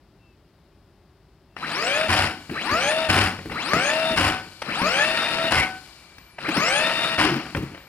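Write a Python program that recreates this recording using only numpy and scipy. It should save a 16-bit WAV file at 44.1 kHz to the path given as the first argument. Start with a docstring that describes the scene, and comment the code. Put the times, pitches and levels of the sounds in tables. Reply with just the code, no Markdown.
"""A yard of wet asphalt. Near a stereo microphone, a radio-controlled truck lies on its roof.
Five times its motor spins the wheels up and brakes hard, rocking the plastic shell against the ground,
until the truck flips over and lands on its tyres. The gears whine and rattle, the brake judders,
a cooling fan hisses, wet rubber and plastic squeal. Far off, a bird calls over the outdoor hum."""
import sys
import numpy as np
from scipy import signal
from scipy.fft import rfft, irfft, next_fast_len
from scipy.io import wavfile
from scipy.ndimage import uniform_filter1d, map_coordinates

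SR = 44100
rng = np.random.default_rng(int(sys.argv[2]) if len(sys.argv) > 2 else 0)


def to_wav(sig):
    """Store sig (one row per channel, or 1-D mono) as 16-bit WAV at the path in sys.argv[1].

    Samples outside -1..1 are clipped; the rate is SR.
    """
    pcm = np.clip(np.atleast_2d(sig), -1, 1) * 32767
    pcm = np.round(pcm).astype(np.int16)
    wavfile.write(sys.argv[1], SR, pcm.T)  # frames by channels


N = 347508
T = np.arange(N) / SR

# Throttle bursts, each ended by the brake: throttle_s, brake_s, bite_length_s, mesh_db, rattle_db,
# winding_db, throb_db, clash_db, rumble_db, grind_fall_db_per_s
BURSTS = [(1.566, 2.081, 0.16, -2, -25, -37, -28, -35.5, -31, 157),
          (2.496, 3.084, 0.16, 0, -25.5, -36.5, -25, -34.5, -29, 145),
          (3.495, 4.158, 0.12, 0.5, -25, -37, -29.5, -34.5, -29.5, 138),
          (4.62, 5.505, 0.091, 1, -23.5, -37, -44, -35, -33.5, 153),
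          (6.385, 7.175, 0.076, 2, -23.5, -46, -50, -37.5, -31, 88)]
# Motor speeds from labouring to running free: turns_per_s
SPEEDS = [103, 248, 440, 615, 665]
# Hollow rumble of chassis and tyres: frequency_hz, level_db
RUMBLE = [(70, -37.5), (140, 3), (200, 4), (320, 4), (450, -5.5), (650, -37.5)]
# Deep judder of the chassis: frequency_hz, level_db
JUDDER = [(15, -62), (30, -37), (48, -7.5), (70, -0.5), (95, -1.5), (130, -4.5), (220, -60)]
COAST_S, STOP_S = 0.03, 0.27  # the motor coasts just before the brake, then is braked to a stop


def amp(db):
    """Decibels to gain."""
    return np.exp(np.asarray(db) * (np.log(10) / 20))


def along(points, hz):
    """A curve of (frequency_hz, value) points, read on a log frequency axis."""
    frequencies, values = np.transpose(points)
    return np.interp(np.log(hz + 1), np.log(frequencies + 1), values)


def gate(start, end, fade=0.024):
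    """One between two times, with ramps of fade seconds."""
    return np.clip((T - start) / fade + .5, 0, 1) * np.clip((end - T) / fade + .5, 0, 1)


def swell(age, attack_s, hold_s, fall_db_per_s):
    """An envelope that rises from age zero and dies away after hold_s."""
    return np.clip(age / attack_s, 0, 1) * amp(-fall_db_per_s * np.maximum(age - hold_s, 0))


def wobble(rate):
    """A smooth random curve, rate knots a second."""
    knots = rng.standard_normal(int(N * rate / SR) + 4)
    steps = np.arange(len(knots) * 6) / 6
    return np.interp(T * rate, steps, map_coordinates(knots, [steps]))


def turning(hz):
    """Phase of something that turns at this rate."""
    return 2 * np.pi * np.cumsum(hz) / SR


def filtered(x, response):
    """x through a complex response, given as a function of frequency."""
    size = next_fast_len(N + 8192)
    return irfft(rfft(x, size) * response(np.fft.rfftfreq(size, 1 / SR)), size)[..., :N]


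def ringing(x, spectrum, size=4096):
    """x through a minimum-phase filter with this spectrum."""
    gain = amp(along(spectrum, np.fft.rfftfreq(size, 1 / SR)))
    cepstrum = irfft(np.log(gain + 1e-6))
    cepstrum[1:size // 2] *= 2
    cepstrum[size // 2 + 1:] = 0
    return signal.fftconvolve(x, irfft(np.exp(rfft(cepstrum))))[:len(x)]


def noise(spectrum, flutter=1):
    """Noise of rms 1 that flutters, then rings with a spectrum."""
    x = ringing(flutter * rng.standard_normal(N), spectrum)
    return x / np.sqrt(np.mean(x ** 2) + 1e-20)


def burst():
    """The columns of the latest throttle burst at every moment."""
    rows = np.array(BURSTS)
    return rows.T[:, np.maximum(np.searchsorted(rows[:, 0], T) - 1, 0)]


def throttle(delay_s):
    """One from a little after the throttle opens until the brake comes on."""
    return sum(gate(on + delay_s, brake_on) for on, brake_on, *_ in BURSTS)


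def outdoor_hum(level_db=-56):
    """The steady, low background of the open air."""
    # Distant hum: frequency_hz, level_db
    spectrum = [(13, -33), (22, -33), (49, -2.5), (118, -8.5), (173, -9), (228, -14), (269, -14.5),
                (335, -11.5), (396, -12.5), (493, -26), (535, -18.5), (2500, -32), (5110, -35),
                (6200, -44.5), (15800, -48.5)]
    return amp(level_db) * noise(spectrum)


def bird(pitch_hz=2690, droop_hz=210):
    """A far bird: each thin whistle swells, then droops at its end."""
    # Calls: start_s, end_s, level_db
    calls = [(0.17, 0.364, -62.5), (1.47, 1.68, -68)]
    out = np.zeros(N)
    for start, end, db in calls:
        progress = np.clip((T - start) / (end - start), 0, 1)
        pitch = pitch_hz - droop_hz * progress ** 4
        out += amp(db) * np.sin(np.pi * progress) * np.sin(turning(pitch))
    return out


def knocks(crack_t60_s=0.022, chatter_t60_s=1.0, chatter_db=-18, treble_hz=4000):
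    """Each blow is a plastic crack with a chattering tail and a hollow thump of the shell."""
    # Shell or tyres hit the ground, or the gears take up their slack:
    # start_s, relative_crack_db, relative_thump_db, contact_s, treble_db
    blows = [(1.565, -21, -64, 0.0027, -7), (2.494, -23.5, -35, 0.0063, -17),
             (3.389, -28.5, -33, 0.004, -5), (3.455, -29, -40, 0.0058, -5), (3.496, -23, -44, 0.004, -12),
             (3.513, -20.5, -29.5, 0.012, -4), (3.734, -2, -27, 0.00034, 4), (4.618, -16.5, -58, 0.0042, 2),
             (4.817, -16, -22, 0.0043, 0), (6.182, -32.5, -51, 0.0023, 5), (6.382, -20.5, -60, 0.0077, -11),
             (6.486, -15.5, -33, 0.0057, 0), (6.566, -13, -25.5, 0.0056, 2), (7.192, -9, -40, 0.002, 2),
             (7.412, -29, -42, 0.0025, 3), (7.462, -26, -45, 0.0073, -2), (7.549, -8, -22, 0.00085, -8),
             (7.563, -20.5, -28, 0.011, 3), (7.746, -30, -42, 0.0031, -7), (7.775, -30, -58, 0.0042, -5)]
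    # Modes of the shell: pitch_hz, level_db, undamped_t60_s
    shell_modes = [(188, -3.5, 1.1), (258, -7, 0.79), (467, 0, 0.078), (552, -3.5, 0.41), (553, -35, 5.0)]
    # Crack of the plastic: frequency_hz, level_db
    plastic = [(180, -8.5), (300, -4.5), (907, 2.5), (1870, 2.5), (2830, -2), (4420, -15), (5760, -11.5),
               (6360, -37), (9930, -20), (13400, -44), (15500, -74)]
    out, t = np.zeros(N + SR), np.arange(SR // 2) / SR
    for start, crack_db, thump_db, contact_s, treble_db in blows:
        contact = swell(t, contact_s / 2, contact_s, 60 / crack_t60_s)
        chatter = amp(chatter_db - 60 * t / chatter_t60_s)
        spectrum = [(hz, db + treble_db * (hz > treble_hz)) for hz, db in plastic]
        crack = ringing((contact + chatter) * rng.standard_normal(len(t)), spectrum)
        thump = np.zeros(len(t))
        for hz, db, t60 in shell_modes:
            damped_t60 = 0.59 * min(t60, .3)
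            decay = amp(db + rng.normal(0, 6.8) - 60 * t / damped_t60)
            thump += decay * np.sin(2 * np.pi * hz * rng.normal(1, 0.017) * t)
        crack *= amp(crack_db - 1) / np.abs(crack).max()
        thump *= amp(thump_db + 4) / np.abs(thump).max()
        out[round(start * SR):][:len(t)] += crack + thump
    return out[:N]


def cooling_fan(level_db=-49.5, rise_s=1.07, run_on_s=0.36, fall_db_per_s=28):
    """The fan's hiss builds from each opening of the throttle and runs on after the brake."""
    # Air through the fan: frequency_hz, level_db
    hiss = [(1060, -19), (1800, -21), (2080, -21), (2320, 0.5), (2580, -36), (2850, -7), (3320, -11.5),
            (4350, -3.5), (6130, -17), (7020, -14), (7820, -16.5), (11300, -20), (15500, -33)]
    running = [swell(T - on, rise_s, brake_on - on + run_on_s, fall_db_per_s)
               for on, brake_on, *_ in BURSTS]
    return amp(level_db) * np.max(running, axis=0) * noise(hiss)


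def idle_whine(pitch_hz=2330, level_db=-57):
    """A thin electronic whine that stays on once the truck has been driven."""
    pitch = pitch_hz * (1 + 0.0134 * wobble(180))
    return amp(level_db) * (T > BURSTS[0][0]) * np.sin(turning(pitch))


def motor_speed(sag_hz_per_s=600):
    """Turns per second: the motor spins up, sags as the throttle is let go, and is braked."""
    # The same spin-up in every burst: since_throttle_s, turns_per_s
    spin_up = [(0.025, 15), (0.07, 87), (0.214, 390), (0.264, 463), (0.314, 529), (0.364, 579),
               (0.424, 630), (0.484, 650), (0.85, 664)]
    on, brake_on, *_ = burst()
    driven = np.interp(T - on, *np.transpose(spin_up))
    sag = sag_hz_per_s * np.clip(T - brake_on + COAST_S, 0, COAST_S)
    braked = np.clip(1 - (T - brake_on) / STOP_S, 0, 1)
    return uniform_filter1d(np.maximum((driven - sag) * braked, spin_up[0][1]), size=900)


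def rattle(speed, wheel_phase, peak_turns_per_s=630, stall_share=0.14, coast_db=-7.5, tyre_db=-40):
    """Loose teeth clatter, harder with speed and once a wheel turn; the spinning tyres flutter."""
    # Resonance of gearbox and chassis: frequency_hz, level_db
    gearbox = [(350, -15), (520, -3.5), (750, -3), (1000, -6), (1300, 1.5), (2100, -2), (2600, 1.5),
               (3500, -10), (4200, -7.5), (5200, -11.5), (6200, -25.5), (8000, -23.5), (9800, -23),
               (11500, -29.5), (15500, -45.5)]
    _, brake_on, _, _, rattle_db, *_ = burst()
    clatter = amp(-0.77 * np.cos(wheel_phase) + 2.5 * wobble(1400) + 0.9 * wobble(130))
    # unloaded gears rattle less, whether running free or coasting
    eased_db = np.interp(speed, [peak_turns_per_s, SPEEDS[-1]], [0, -3.73])
    coasting = np.clip((T - brake_on) / COAST_S + 1, 0, 1)
    effort = stall_share + (1 - stall_share) * np.minimum(speed / peak_turns_per_s, 1)
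    gears = amp(rattle_db + eased_db + coast_db * coasting) * effort * noise(gearbox, clatter)
    tyres = amp(tyre_db) * (speed / SPEEDS[-1]) ** 0.29 * noise(RUMBLE, clatter)
    return throttle(delay_s=0.005) * (gears + tyres)


def motor_whine(speed, wheel_phase, flicker_db=3, runout=0.21, eccentric_rad=0.029):
    """Motor and gear tones; off-centre gears swell once a wheel turn and rock once a motor turn."""
    # Motor hum, then the gear mesh tones: multiple_of_motor_speed, level_db at each of SPEEDS
    orders = [ (0.989, -63, -51.5, -48.5, -37.5, -36), (1.417, -67, -86, -31, -38, -46.5),
              (2.022, -106, -60, -92, -67.5, -46), (2.205, -47, -71, -44.5, -64.5, -64),
              (2.847, -60, -44, -36, -33.5, -46.5), (4.15, -59, -50, -44, -38.5, -47),
              (4.31, -53, -44.5, -41, -42, -42.5), (5.577, -46, -46, -38.5, -38.5, -38),
              (11.01, -47, -45.5, -44.5, -47.5, -67), (15.05, -35.5, -46.5, -46.5, -49.5, -59),
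              (23.2, -44, -76, -74, -74, -82), (30.4, -75, -51, -55, -77, -85), ]
    # The hum fades and returns in the long bursts: time_s, gain_db
    hum_drift = [(4.2, 9), (5.08, 8), (5.16, 0), (5.28, -3.5), (5.45, 8), (6.85, 7), (6.97, -2), (7.18, 4)]
    # Housing resonances, which flare as a tone sweeps through: centre_hz, width_hz, gain_db
    resonances = [(1240, 254, 9), (1728, 113, 3), (2340, 1000, 7), (4650, 930, 7), (5420, 190, 10.5),
                  (6660, 96, 15.5), (9130, 1170, 9)]

    def housing(hz):
        return amp(sum(db / (1 + (2 * (hz - centre) / width) ** 2) for centre, width, db in resonances))

    shaft = turning(speed * (1 + 0.0015 * wobble(50)))
    shaft += eccentric_rad * np.sin(shaft)
    _, _, _, mesh_db, *_ = burst()
    hum_db = np.interp(T, *np.transpose(hum_drift))
    tones = np.zeros(N)
    for k, (order, *levels) in enumerate(orders):
        swing_db = mesh_db + flicker_db * wobble(22) if k else hum_db + wobble(22)
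        level = amp(np.interp(speed, SPEEDS, levels) + swing_db)
        per_turn = 1 + runout * np.cos(wheel_phase + rng.uniform(0, 2 * np.pi))
        # play between the teeth smears the high tones most
        backlash = 0.15 * np.clip(speed / SPEEDS[1], 0, 1) * wobble(330)
        tones += np.sqrt(2) * level * per_turn * np.sin(order * (shaft + backlash))
    starting = np.clip(speed / SPEEDS[0], 0, 1) ** 2
    return throttle(delay_s=0.037) * filtered(tones * starting, housing)


def controller_tone(speed, chop_hz=4010, level_db=-45):
    """The speed controller chops the current, and sings, until the throttle is fully open."""
    part_throttle = np.clip((310 - speed) / 60, 0, 1)
    return amp(level_db) * throttle(delay_s=0.038) * part_throttle * np.sin(2 * np.pi * chop_hz * T)


def brake(speed, chop_hz=754, attack_s=0.012, skips_per_s=60, skip_s=0.0033,
          grind_db=-20.5, whir_db=-49, judder_db=-33.5):
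    """The brake bites in pulses: teeth clash and skip, the chassis judders and the windings sing."""
    _, brake_on, bite_s, _, _, winding_db, throb_db, clash_db, rumble_db, grind_fall = burst()
    age = T - brake_on

    def held(fall_db_per_s):
        return swell(age, attack_s, bite_s, fall_db_per_s)

    chop = 2 * np.pi * chop_hz * T
    pulse = np.cos(chop / 8 + .5 * wobble(25))
    speed_share = speed / SPEEDS[-1]
    moving = speed_share ** 0.44  # the clatter smooths out as the wheels stop
    slips = 1.0 * (rng.random(N) < skips_per_s / SR)
    skips = signal.lfilter([1], [1, -np.exp(-1 / (skip_s * SR))], slips)
    roughness_db = -pulse + 1.6 * wobble(1200) + 2 * wobble(170)
    teeth = amp(moving * roughness_db) * (1 + 0.61 * moving * skips)
    # Grinding gears: frequency_hz, level_db
    grinding = [(300, -24), (550, 1.5), (1300, 5), (2100, 3), (2900, 3.5), (3500, -6.5), (4200, -6.5),
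                (5200, -6), (6200, -19.5), (9000, -56)]
    whir = amp(whir_db) * held(fall_db_per_s=12)  # lingers after each stop
    grind = np.hypot(amp(grind_db) * held(grind_fall), whir) * noise(grinding, teeth)
    # Bright clash of the teeth: frequency_hz, level_db
    clashing = [(3530, -1), (6000, -25), (6800, -1), (8060, -5.5), (9180, 2), (11400, -11), (14900, -18),
                (15400, -20), (15800, -38)]
    clash = amp(clash_db) * held(177) * noise(clashing, teeth * amp(-3 * pulse))
    rumble = amp(rumble_db) * held(106) * noise(RUMBLE, teeth)
    judder = held(188) * (amp(judder_db) * noise(JUDDER) + amp(throb_db) * pulse)
    current = swell(age, attack_s, STOP_S, 150) * speed_share ** 0.46
    windings = amp(winding_db + 1.3 * wobble(40)) * (2 * np.sin(chop) + 2.66 * np.sin(2 * chop))
    return grind + clash + rumble + judder + current * windings


def rocking(attack_s=0.007, fall_db_per_s=337, lump_db=2):
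    """The truck's weight rolls onto shell or tyres: a hollow rumble over a deep thud."""
    # Rocks and bounces: start_s, length_s, rumble_db, thud_db
    rocks = [(2.49, 0.03, -31.5, -38.5), (2.707, 0.035, -30.5, -37), (2.838, 0.023, -35, -44),
             (3.451, 0.1, -35, -43.5), (3.732, 0.024, -24, -37.5), (4.102, 0.017, -28.5, -43),
             (4.442, 0.03, -48, -58), (4.68, 0.023, -33, -48), (4.81, 0.029, -34.5, -39),
             (5.438, 0.022, -31, -51), (6.477, 0.014, -25.5, -50), (6.561, 0.018, -21.5, -37),
             (7.302, 0.067, -28.5, -50), (7.43, 0.1, -45, -51), (7.555, 0.037, -28.5, -27.5),
             (7.614, 0.03, -34, -56), (7.7, 0.043, -46, -54)]
    hollow, deep = np.zeros(N), np.zeros(N)
    for start, length_s, rumble_db, thud_db in rocks:
        contact = swell(T - start, attack_s, length_s, fall_db_per_s)
        hollow += amp(rumble_db) * contact
        deep += amp(thud_db) * contact
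    return hollow * noise(RUMBLE, amp(lump_db * wobble(130))) + deep * noise(JUDDER)


def squeals(unsteady=0.054, slip_db=3):
    """Wet rubber and plastic stick and slip on the asphalt, giving a rough, unsteady tone."""
    # Slides: start_s, end_s, first_pitch_hz, last_pitch_hz, level_db
    slides = [(5.569, 5.657, 2070, 2253, -20), (7.217, 7.274, 303.5, 318.6, -18.5),
              (7.264, 7.364, 401.7, 294, -24.5)]
    out = np.zeros(N)
    for start, end, first_hz, last_hz, db in slides:
        pitch = np.interp(T, [start, end], [first_hz, last_hz]) * (1 + unsteady * wobble(400))
        out += amp(db + slip_db * wobble(150)) * gate(start, end, fade=0.067) * np.sin(turning(pitch))
    return out


def falling_whistles(high_hz=15500, low_hz=9900, blur=.025):
    """A faint whistle slides down twice, as the fan or motor spins down after the brake."""
    # Falling whistles: start_s, end_s, level_db
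    whistles = [(6.167, 6.356, -61.5), (7.775, 7.96, -60)]
    out = np.zeros(N)
    for start, end, db in whistles:
        pitch = np.interp(T, [start, end], [high_hz, low_hz]) * (1 + blur * wobble(500))
        out += amp(db) * gate(start, end, fade=0.019) * np.sin(turning(pitch))
    return out


def yard_echo(sound, level_db=-21):
    """The yard answers with a faint, diffuse tail whose treble dies first."""
    # Decay of the yard: frequency_hz, t60_s
    decay_times = [(200, 0.68), (2000, 0.23), (10000, 0.022)]
    hz, t, spectra = signal.stft(rng.standard_normal(SR // 2), SR, nperseg=256)
    decay = amp(-60 * t / along(decay_times, hz)[:, None])
    _, tail = signal.istft(spectra * decay, SR, nperseg=256)
    return amp(level_db) * signal.fftconvolve(sound, tail / np.linalg.norm(tail))[:N]


def microphone(direct, diffuse, lead_s):
    """The left port faces the sound; the right hears it lead_s later, duller and partly scattered."""
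    # Shading of the right port: frequency_hz, left_minus_right_db
    left_bias = [(60, .8), (380, 2.2), (1300, 4.2), (2400, 4.2), (3600, 7), (4500, 17), (6500, 21),
                 (9000, 21), (15000, 12)]
    # Likeness of the two ports: frequency_hz, coherence
    likeness = [(100, .99), (700, .98), (1400, .95), (3000, .88), (6000, .6), (12000, .35)]
    bias = lambda hz: amp(along(left_bias, hz))
    alike = lambda hz: np.clip(along(likeness, hz), 0, 1)
    shaded = lambda hz: 2 / (1 + bias(hz))
    left = filtered(direct, lambda hz: shaded(hz) * bias(hz))
    right = filtered(direct, lambda hz: shaded(hz) * alike(hz) * np.exp(-2j * np.pi * hz * lead_s))
    right += filtered(diffuse, lambda hz: shaded(hz) * np.sqrt(1 - alike(hz) ** 2))
    return np.array([left, right])


def scene(gear_ratio=9.2):
    """The truck near the microphone and to its left, with hum and bird in the distance."""
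    far = microphone(outdoor_hum() + bird(), outdoor_hum(), lead_s=0)
    speed = motor_speed()
    wheel_phase = turning(speed / gear_ratio)
    truck = knocks() + cooling_fan() + idle_whine()
    truck += rattle(speed, wheel_phase) + motor_whine(speed, wheel_phase) + controller_tone(speed)
    truck += brake(speed) + rocking() + squeals() + falling_whistles()
    truck += yard_echo(truck)
    # the whirling wheels scatter sound in ever-changing phase
    analytic = signal.hilbert(truck, next_fast_len(N))[:N]
    scattered = np.real(analytic * np.exp(1j * np.pi * wobble(60)))
    return far + microphone(truck, scattered, lead_s=.00008)


def record(dry, top_hz=15800):
    """The recorder keeps nothing above its band limit."""
    return filtered(dry, lambda hz: hz < top_hz)


dry = scene()
out = record(dry)
to_wav(out)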